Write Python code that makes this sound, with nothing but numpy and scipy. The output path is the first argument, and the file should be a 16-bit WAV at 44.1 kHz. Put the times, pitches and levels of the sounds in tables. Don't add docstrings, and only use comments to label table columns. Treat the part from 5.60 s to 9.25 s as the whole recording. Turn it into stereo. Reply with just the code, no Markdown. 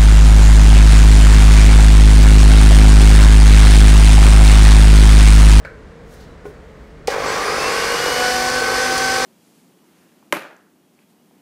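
import sys
import numpy as np
from scipy import signal
from scipy.fft import rfft, irfft, next_fast_len
from scipy.io import wavfile
from scipy.ndimage import map_coordinates

SR = 44100
rng = np.random.default_rng(int(sys.argv[2]) if len(sys.argv) > 2 else 0)


def volts_from_decibels(level):
    exponent = np.asarray(level, float) / 20
    return 10 ** exponent


def digitize_waveform(pressure):
    field = np.atleast_2d(pressure).T
    bounded = np.clip(field, -1, 1)
    quanta = np.round(bounded * 32767).astype(np.int16)
    wavfile.write(sys.argv[1], SR, quanta)


N = 160965
T = np.arange(N) / SR

SWITCH_ON_S = 1.473
MAINS_HZ = 50
TOP_HZ = 258.6


def unit(x):
    return x / np.sqrt(np.mean(x ** 2) + 1e-20)


def along(points, hz):
    f, v = np.transpose(points)
    return np.interp(np.log(hz + 1), np.log(f + 1), v)


def wobble(rate):
    knots = rng.standard_normal(int(N * 400 / SR) + 4)
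    return map_coordinates(knots, [np.arange(N) * min(rate, 400) / SR])


def filtered(x, response):
    m = next_fast_len(N + SR // 2)
    return irfft(rfft(x, m) * response(np.fft.rfftfreq(m, 1 / SR)), m)[..., :N]


def resonances(table):
    def response(f):
        total = 0
        for k, (centre, width, db) in enumerate(table):
            damping = 1j * f * width
            total = total + (-1) ** k * volts_from_decibels(db) * damping / (centre * centre - f * f + damping)
        return total
    return response


def window(start, stop, fade):
    return np.clip(np.minimum(T - start, stop - T) / fade + .5, 0, 1)


def tone(hz, blur_hz):
    wandering = hz + blur_hz * wobble(3 * blur_hz)
    return np.sqrt(2) * np.sin(2 * np.pi * np.cumsum(wandering) / SR)


def noise(response):
    return unit(filtered(rng.standard_normal(N), response))


# (frequency [Hz], level [dB per Hz])
RUMBLE_COLOUR = [(18, -20), (38, 6), (64, 8), (82, -2.5), (160, -0.5), (330, -5.5), (700, -23.5),
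                 (2000, -70)]
# (frequency [Hz], level [dB per Hz])
FAN_RUSH = [(300, -17), (500, 5.5), (800, -4.5), (1200, -5), (2000, -7.5), (2500, -15), (8000, -28.5),
            (15700, -47)]
# (frequency [Hz], level [dB rms], blur [Hz])
FAN_HUM = [(151.4, -52.5, 12), (446, -50.5, 20), (61.7, -51, 20)]


def room_tone():
    rumble = volts_from_decibels(-43.5 + wobble(3.85)) * noise(lambda f: volts_from_decibels(along(RUMBLE_COLOUR, f)))
    rush = volts_from_decibels(-47.5 + 0.32 * wobble(3.8)) * noise(lambda f: volts_from_decibels(along(FAN_RUSH, f)))
    hum = sum(volts_from_decibels(db + 2.3 * wobble(9.62)) * tone(hz, blur) for hz, db, blur in FAN_HUM)
    return rumble + rush + hum


def knock(event, modes):
    start, db, crack_db = event
    t = np.maximum(T - start, 0)
    ring = 0
    for hz, level, t60, width in modes:
        if width > 30:
            voice = 0.77 * noise(lambda f: resonances([(hz, width, 0)])(f) ** 2)
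        else:
            voice = np.sin(2 * np.pi * hz * t)
        ring = ring + volts_from_decibels(level - 60 * t / t60) * voice
    crack = volts_from_decibels(crack_db - 60 * t / 0.028) * noise(lambda f: f / (f + 800) / (1 + (f / 9000) ** 3))
    attack = 1 - np.exp(-t / 0.00073)
    return volts_from_decibels(db - 4.5) * (ring + crack) * attack


# (frequency [Hz], level [dB], t60 [s], width [Hz]: 0 rings clean, wide rattles)
LID_TAP = (.049, -26.5, -16)
LID_TAP_MODES = [(570, 5.5, 0.025, 300), (1240, 2, 0.022, 0), (1520, -11, 0.18, 0), (1620, -6, .16, 0),
                 (1520, 1.5, 0.16, 450), (2265, 5.5, 0.02, 0), (4300, -9.5, 0.046, 1100),
                 (8000, -20, .02, 1500)]
LID_PAT = (.854, -21, -24)
LID_PAT_MODES = [(415, -1, .17, 0), (484, -6, .1, 0), (560, -7, .06, 0), (720, -3, .035, 0),
                 (1050, -10, .05, 0), (1460, -12, .08, 0), (2300, -16, .04, 600)]
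KNOB_CLICK = (1.473, -17.5, 0)
KNOB_CLICK_MODES = [(1130, -16, 0.025, 300), (2340, 1, 0.057, 1100), (5450, 1, 0.035, 1400),
                    (7900, 0, 0.016, 2800)]
BASE_JOLT = (1.480, -6, -18)
BASE_JOLT_MODES = [(490, -3, .04, 0), (575, -1, .035, 0), (780, -1, .04, 0), (1060, -7, .03, 0)]
JAR_LUMP = (3.378, -15.5, -2)
JAR_LUMP_MODES = [(5000, 2, 0.058, 3400), (9570, -2, 0.037, 620), (13400, -14, .03, 400)]


def knocks():
    return (knock(LID_TAP, LID_TAP_MODES) + knock(LID_PAT, LID_PAT_MODES)
            + knock(KNOB_CLICK, KNOB_CLICK_MODES) + knock(BASE_JOLT, BASE_JOLT_MODES)
            + knock(JAR_LUMP, JAR_LUMP_MODES))


# (frequency [Hz], t60 [s])
KITCHEN_DECAY = [(200, 0.51), (2000, 0.4), (10000, 0.09)]


def kitchen(x):
    hz, t, z = signal.stft(rng.standard_normal(SR // 2), SR, nperseg=256)
    decay = volts_from_decibels(-60 * t / along(KITCHEN_DECAY, hz)[:, None])
    tail = signal.istft(z * decay, SR, nperseg=256)[1]
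    late = np.pad(x, (300, 0))
    return signal.fftconvolve(late, tail / np.linalg.norm(tail))[:N]


# (peak time [s], level [dB], rise [s], fall [s], centre [Hz],
# width [Hz])
PALM_RUBS = [
    (.529, -56, .004, .003, 7000, 9000),
    (.542, -53, .045, .04, 5000, 5000),
    (.605, -54, .02, .07, 4000, 2000),
    (.847, -62, .003, .01, 6000, 6000),
    (.864, -55.5, .006, .045, 5500, 6000),
    (.055, -59, .004, .03, 4000, 4000),
    (1.25, -68, .2, .15, 3500, 3000),
    (1.508, -35, .004, .012, 3000, 5000),
]


def rubs():
    out = 0
    for peak, db, rise, fall, hz, width in PALM_RUBS:
        swell = np.exp(-np.where(T < peak, (peak - T) / rise, (T - peak) / fall))
        grain = volts_from_decibels(db + 1.2 * wobble(150))
        out = out + grain * swell * noise(resonances([(hz, width, 0)]))
    return out


# (frequency [Hz], level [dB rms], from [s], until [s], blur [Hz])
SQUEAL_EVENTS = [
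    (7570, -44, 1.66, 1.685, 30),
    (7860, -39, 1.678, 1.722, 40),
    (9330, -45, 1.818, 1.845, 30),
    (8900, -45, 1.843, 1.865, 30),
    (9660, -44, 1.85, 1.89, 30),
    (3930, -69, .55, .6, 30),
    (3930, -65, .695, .742, 10),
]


def squeals():
    return sum(volts_from_decibels(db) * window(start, stop, 0.011) * tone(hz, blur)
               for hz, db, start, stop, blur in SQUEAL_EVENTS)


def shaft_speed():
    fast_hz, fast_s, slow_s = 154, .115, .53
    since = np.maximum(T - SWITCH_ON_S, 0)
    return TOP_HZ - fast_hz * np.exp(-since / fast_s) - (TOP_HZ - fast_hz) * np.exp(-since / slow_s)


def mains_current():
    lag_s, sharpness = 0.00339, 8.4
    ripple = np.cos(2 * np.pi * MAINS_HZ * (T - lag_s))
    return ripple, np.exp(sharpness * (ripple - 1))


# (time [s], kick level [dB], housing roar level [dB], air hiss level [dB])
MOTOR_EFFORT = [(1.481, -19, -37, -30), (1.52, -31.5, -25.5, -30), (1.57, -25.5, -26.5, -33),
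                (1.63, -28.5, -24, -31), (1.68, -27, -22.5, -27.5), (1.9, -29, -23, -28.5),
                (2.1, -28, -22.5, -25.5), (2.3, -32, -23, -25), (2.55, -29, -23.5, -24.5),
                (2.85, -49, -27.5, -24), (3.1, -32, -23.5, -25), (3.35, -35.5, -26.5, -24),
                (3.65, -34, -26.5, -24)]


def effort():
    s, *levels = np.transpose(MOTOR_EFFORT)
    return [volts_from_decibels(np.interp(T, s, db)) for db in levels]


# (frequency [Hz], width [Hz], level [dB])
BASE_MODES = [(418, 107, -4), (515, 112, 0), (826, 98, -9.5)]


def mains_kicks(current):
    beats = np.zeros(N)
    at = np.arange(int(N / SR * MAINS_HZ)) / MAINS_HZ + 0.00339 - .002
    at = at + .0003 * rng.standard_normal(len(at))
    beats[(at * SR).astype(int)] = 1
    brush_noise = unit(current * rng.standard_normal(N))
    shove = volts_from_decibels(1.3 * wobble(30)) * (unit(beats) + .2 * brush_noise)
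    return unit(filtered(shove, lambda f: resonances(BASE_MODES)(f) / (1 + 1j * f / 2500) ** 2))


# (frequency [Hz], width [Hz], level [dB])
JAR_MODES = [(500, 142, -6.5), (780, 71, -3), (1097, 170, -1), (1597, 157, -1.5), (2120, 440, -6),
             (2480, 530, -11)]
# (frequency [Hz], level [dB])
ROAR_COLOUR = [(60, -30), (150, 7), (300, 4), (500, -0.5), (4000, -9.5), (8000, -11)]


def housing_roar(ripple):
    colour = noise(lambda f: resonances(JAR_MODES)(f) * volts_from_decibels(along(ROAR_COLOUR, f)))
    return (1 + 0.037 * ripple) * volts_from_decibels(0.52 * wobble(20)) * colour


# (frequency [Hz], level [dB per Hz])
AIR_COLOUR = [(1060, -17.5), (1800, -2.5), (2630, -7.5), (2990, -7), (3520, -8), (5790, -6.5),
              (10200, -17.5), (11500, -20), (15700, -29.5)]
# (frequency [Hz], width [Hz], lift [dB])
VENT_WHISTLES = [(4340, 170, 5), (5030, 310, 5), (5880, 150, 2), (8840, 530, 3)]


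def air_hiss(ripple, fast):
    def vent_lift(f):
        return sum(db / (1 + ((f - hz) / w * 2) ** 2) for hz, w, db in VENT_WHISTLES)
    bright = noise(lambda f: volts_from_decibels(along(AIR_COLOUR, f) + vent_lift(f)))
    slow_tilt_db = -7
    dull = noise(lambda f: volts_from_decibels(along(AIR_COLOUR, f) + slow_tilt_db * np.log2(f / 4000 + 0.12) / 2))
    blend = np.sqrt(np.abs(1 - fast ** 4)) * dull + fast ** 2 * bright
    return (1 + 0.074 * ripple) * volts_from_decibels(0.62 * wobble(10)) * blend


def chopped_bits(fast):
    bits_per_s, db, spread_db = 250, -17, 3
    hits = rng.random(N) < bits_per_s / SR
    force = volts_from_decibels(db + spread_db * np.minimum(rng.exponential(1, N), 3))
    bits = hits * force * rng.choice([-1, 1], N)
    return fast * filtered(bits, resonances([(4530, 5000, 0), (1500, 900, 4)]))


# (shaft order, plus mains multiple, level [dB rms], from [s], until [s])
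MAINS_BEATS = [
    (0, 2, -50, 1.48, 4),
    (0, 3, -48, 1.48, 4),
    (2, -3, -39, 2.7, 4),
    (2, -1, -37, 2.9, 4),
    (6, -1, -39, 2.95, 4),
    (6, 3, -29, 2.13, 2.21),
    (6, 2, -33, 2.21, 2.36),
    (7, 0, -33, 2.28, 2.34),
]


def mains_beats(speed):
    out = 0
    for order, multiple, db, start, stop in MAINS_BEATS:
        level = volts_from_decibels(db + 2 * wobble(25)) * window(start, stop, .04)
        out = out + level * tone(order * speed + multiple * MAINS_HZ, order + 2)
    return out


# (shaft order, level [dB rms], from [s], until [s], blur [Hz])
SHAFT_WHINE = [(1, -38, 2.52, 4, 2), (2, -32, 1.85, 2.26, 7), (2, -29.5, 2.26, 2.55, 5),
               (2, -26.5, 2.55, 2.75, 4), (2, -30.5, 2.75, 4, 3), (3, -37, 2.3, 2.54, 6),
               (3, -27.5, 2.54, 2.68, 2), (3, -25, 2.68, 2.9, 2), (3, -29, 2.9, 3.2, 3),
               (3, -27, 3.2, 4, 2), (5, -39, 3.0, 4, 4), (6, -31, 1.66, 1.74, 15), (6, -28, 1.74, 1.84, 12),
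               (6, -32, 1.84, 1.97, 20), (6, -30.5, 2.38, 2.61, 8), (6, -24.5, 2.61, 2.71, 2),
               (6, -28.5, 2.71, 2.93, 4), (6, -25, 2.93, 3.4, 3), (6, -22.5, 3.4, 3.59, 2),
               (6, -26, 3.59, 4, 3), (7, -35, 2.56, 2.95, 4), (8, -40, 3.15, 3.5, 5),
               (12, -40, 1.84, 1.98, 8), (12, -32, 1.99, 2.1, 4), (12, -36, 2.1, 2.28, 5),
               (12, -33, 2.28, 2.4, 4), (12, -33, 2.4, 2.77, 3), (12, -44, 3.05, 3.35, 8),
               (24, -38.5, 1.86, 2.08, 150), (24, -41, 3.2, 4, 9), (48, -47, 1.9, 2.25, 450),
               (48, -46, 2.25, 2.85, 350)]


def shaft_whine(speed, current):
    pulse = 1 + .2 * unit(current - current.mean())
    out = 0
    for order, db, start, stop, blur in SHAFT_WHINE:
        level = volts_from_decibels(db + 1.1 * wobble(9)) * window(start, stop, .04)
        out = out + level * pulse * tone(order * speed, blur)
    return out


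def jar_buzz(speed):
    level = volts_from_decibels(-34.5 + 2 * wobble(15)) * window(2.85, 9, .2)
    pulse = 1 + .9 * np.cos(2 * np.pi * MAINS_HZ * (T - .0016))
    return level * pulse * tone(4 * speed + 2 * MAINS_HZ, 8)


def motor():
    speed = shaft_speed()
    fast = speed / TOP_HZ
    ripple, current = mains_current()
    kick, roar, air = effort()
    out = kick * mains_kicks(current) + roar * housing_roar(ripple) + air * air_hiss(ripple, fast)
    out = out + chopped_bits(fast) + mains_beats(speed) + shaft_whine(speed, current) + jar_buzz(speed)
    ragged_db, ragged_hz = 2.2, 45
    ragged = ragged_db * rng.standard_normal(SR // 2 // ragged_hz + 2)
    out = filtered(out, lambda f: volts_from_decibels(np.interp(f / ragged_hz, np.arange(len(ragged)), ragged) * (f > 1800)))
    return out * window(SWITCH_ON_S + 0.0027, 9, 0.0046)


def scene():
    hands = knocks() + rubs() + squeals()
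    mix = room_tone() + hands + volts_from_decibels(-9) * kitchen(hands) + motor()
    return np.tile(mix, (2, 1))


def top_cut(x):
    return signal.sosfilt(signal.butter(12, 16360, fs=SR, output="sos"), x)


# (low edge [Hz], high edge [Hz], from [s], until [s], level [dB])
TREBLE_HOLES = [(11900, 12800, 2.89, 3.47, -7), (12850, 13450, 2.0, 2.1, -8),
                (12850, 13450, 2.09, 2.17, -30), (12850, 13450, 2.17, 2.23, -10),
                (12850, 13450, 2.23, 3.65, -30), (13600, 14700, .9, 1.02, -20),
                (13600, 14700, 1.02, 1.3, -9), (13450, 14300, 2.91, 3.33, -30),
                (14300, 15800, 2.91, 3.31, -28), (14300, 15800, 3.45, 3.6, -16),
                (13500, 14700, 1.53, 1.64, -20)]
# (frequency [Hz], level [dB rms], from [s], until [s])
GLASSY_TONES = [
    (12562.5, -48, 2.89, 3.47),
    (13312.5, -60, 2.0, 3.65),
    (14062.5, -58, 2.89, 3.35),
    (14812.5, -54, 2.89, 3.62),
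    (15562.5, -57, 2.8, 3.65),
    (14062.5, -82, .88, 1.3),
    (14062.5, -62, 1.5, 1.65),
    (14812.5, -59, 1.5, 1.94),
]


def record(dry):
    limited = dry[0] / (1 + np.abs(dry[0] / .55) ** 4) ** .25
    x = filtered(limited, lambda f: f < 15750)
    for low, high, start, stop, db in TREBLE_HOLES:
        band = filtered(x, lambda f: (f > low) & (f < high))
        x = x - (1 - volts_from_decibels(db)) * window(start, stop, .02) * band
    for hz, db, start, stop in GLASSY_TONES:
        x = x + volts_from_decibels(db + 2 * wobble(12)) * window(start, stop, .02) * tone(hz, 0.88)
    return top_cut(np.array([x, x]))


dry = scene()
out = record(dry)
digitize_waveform(out)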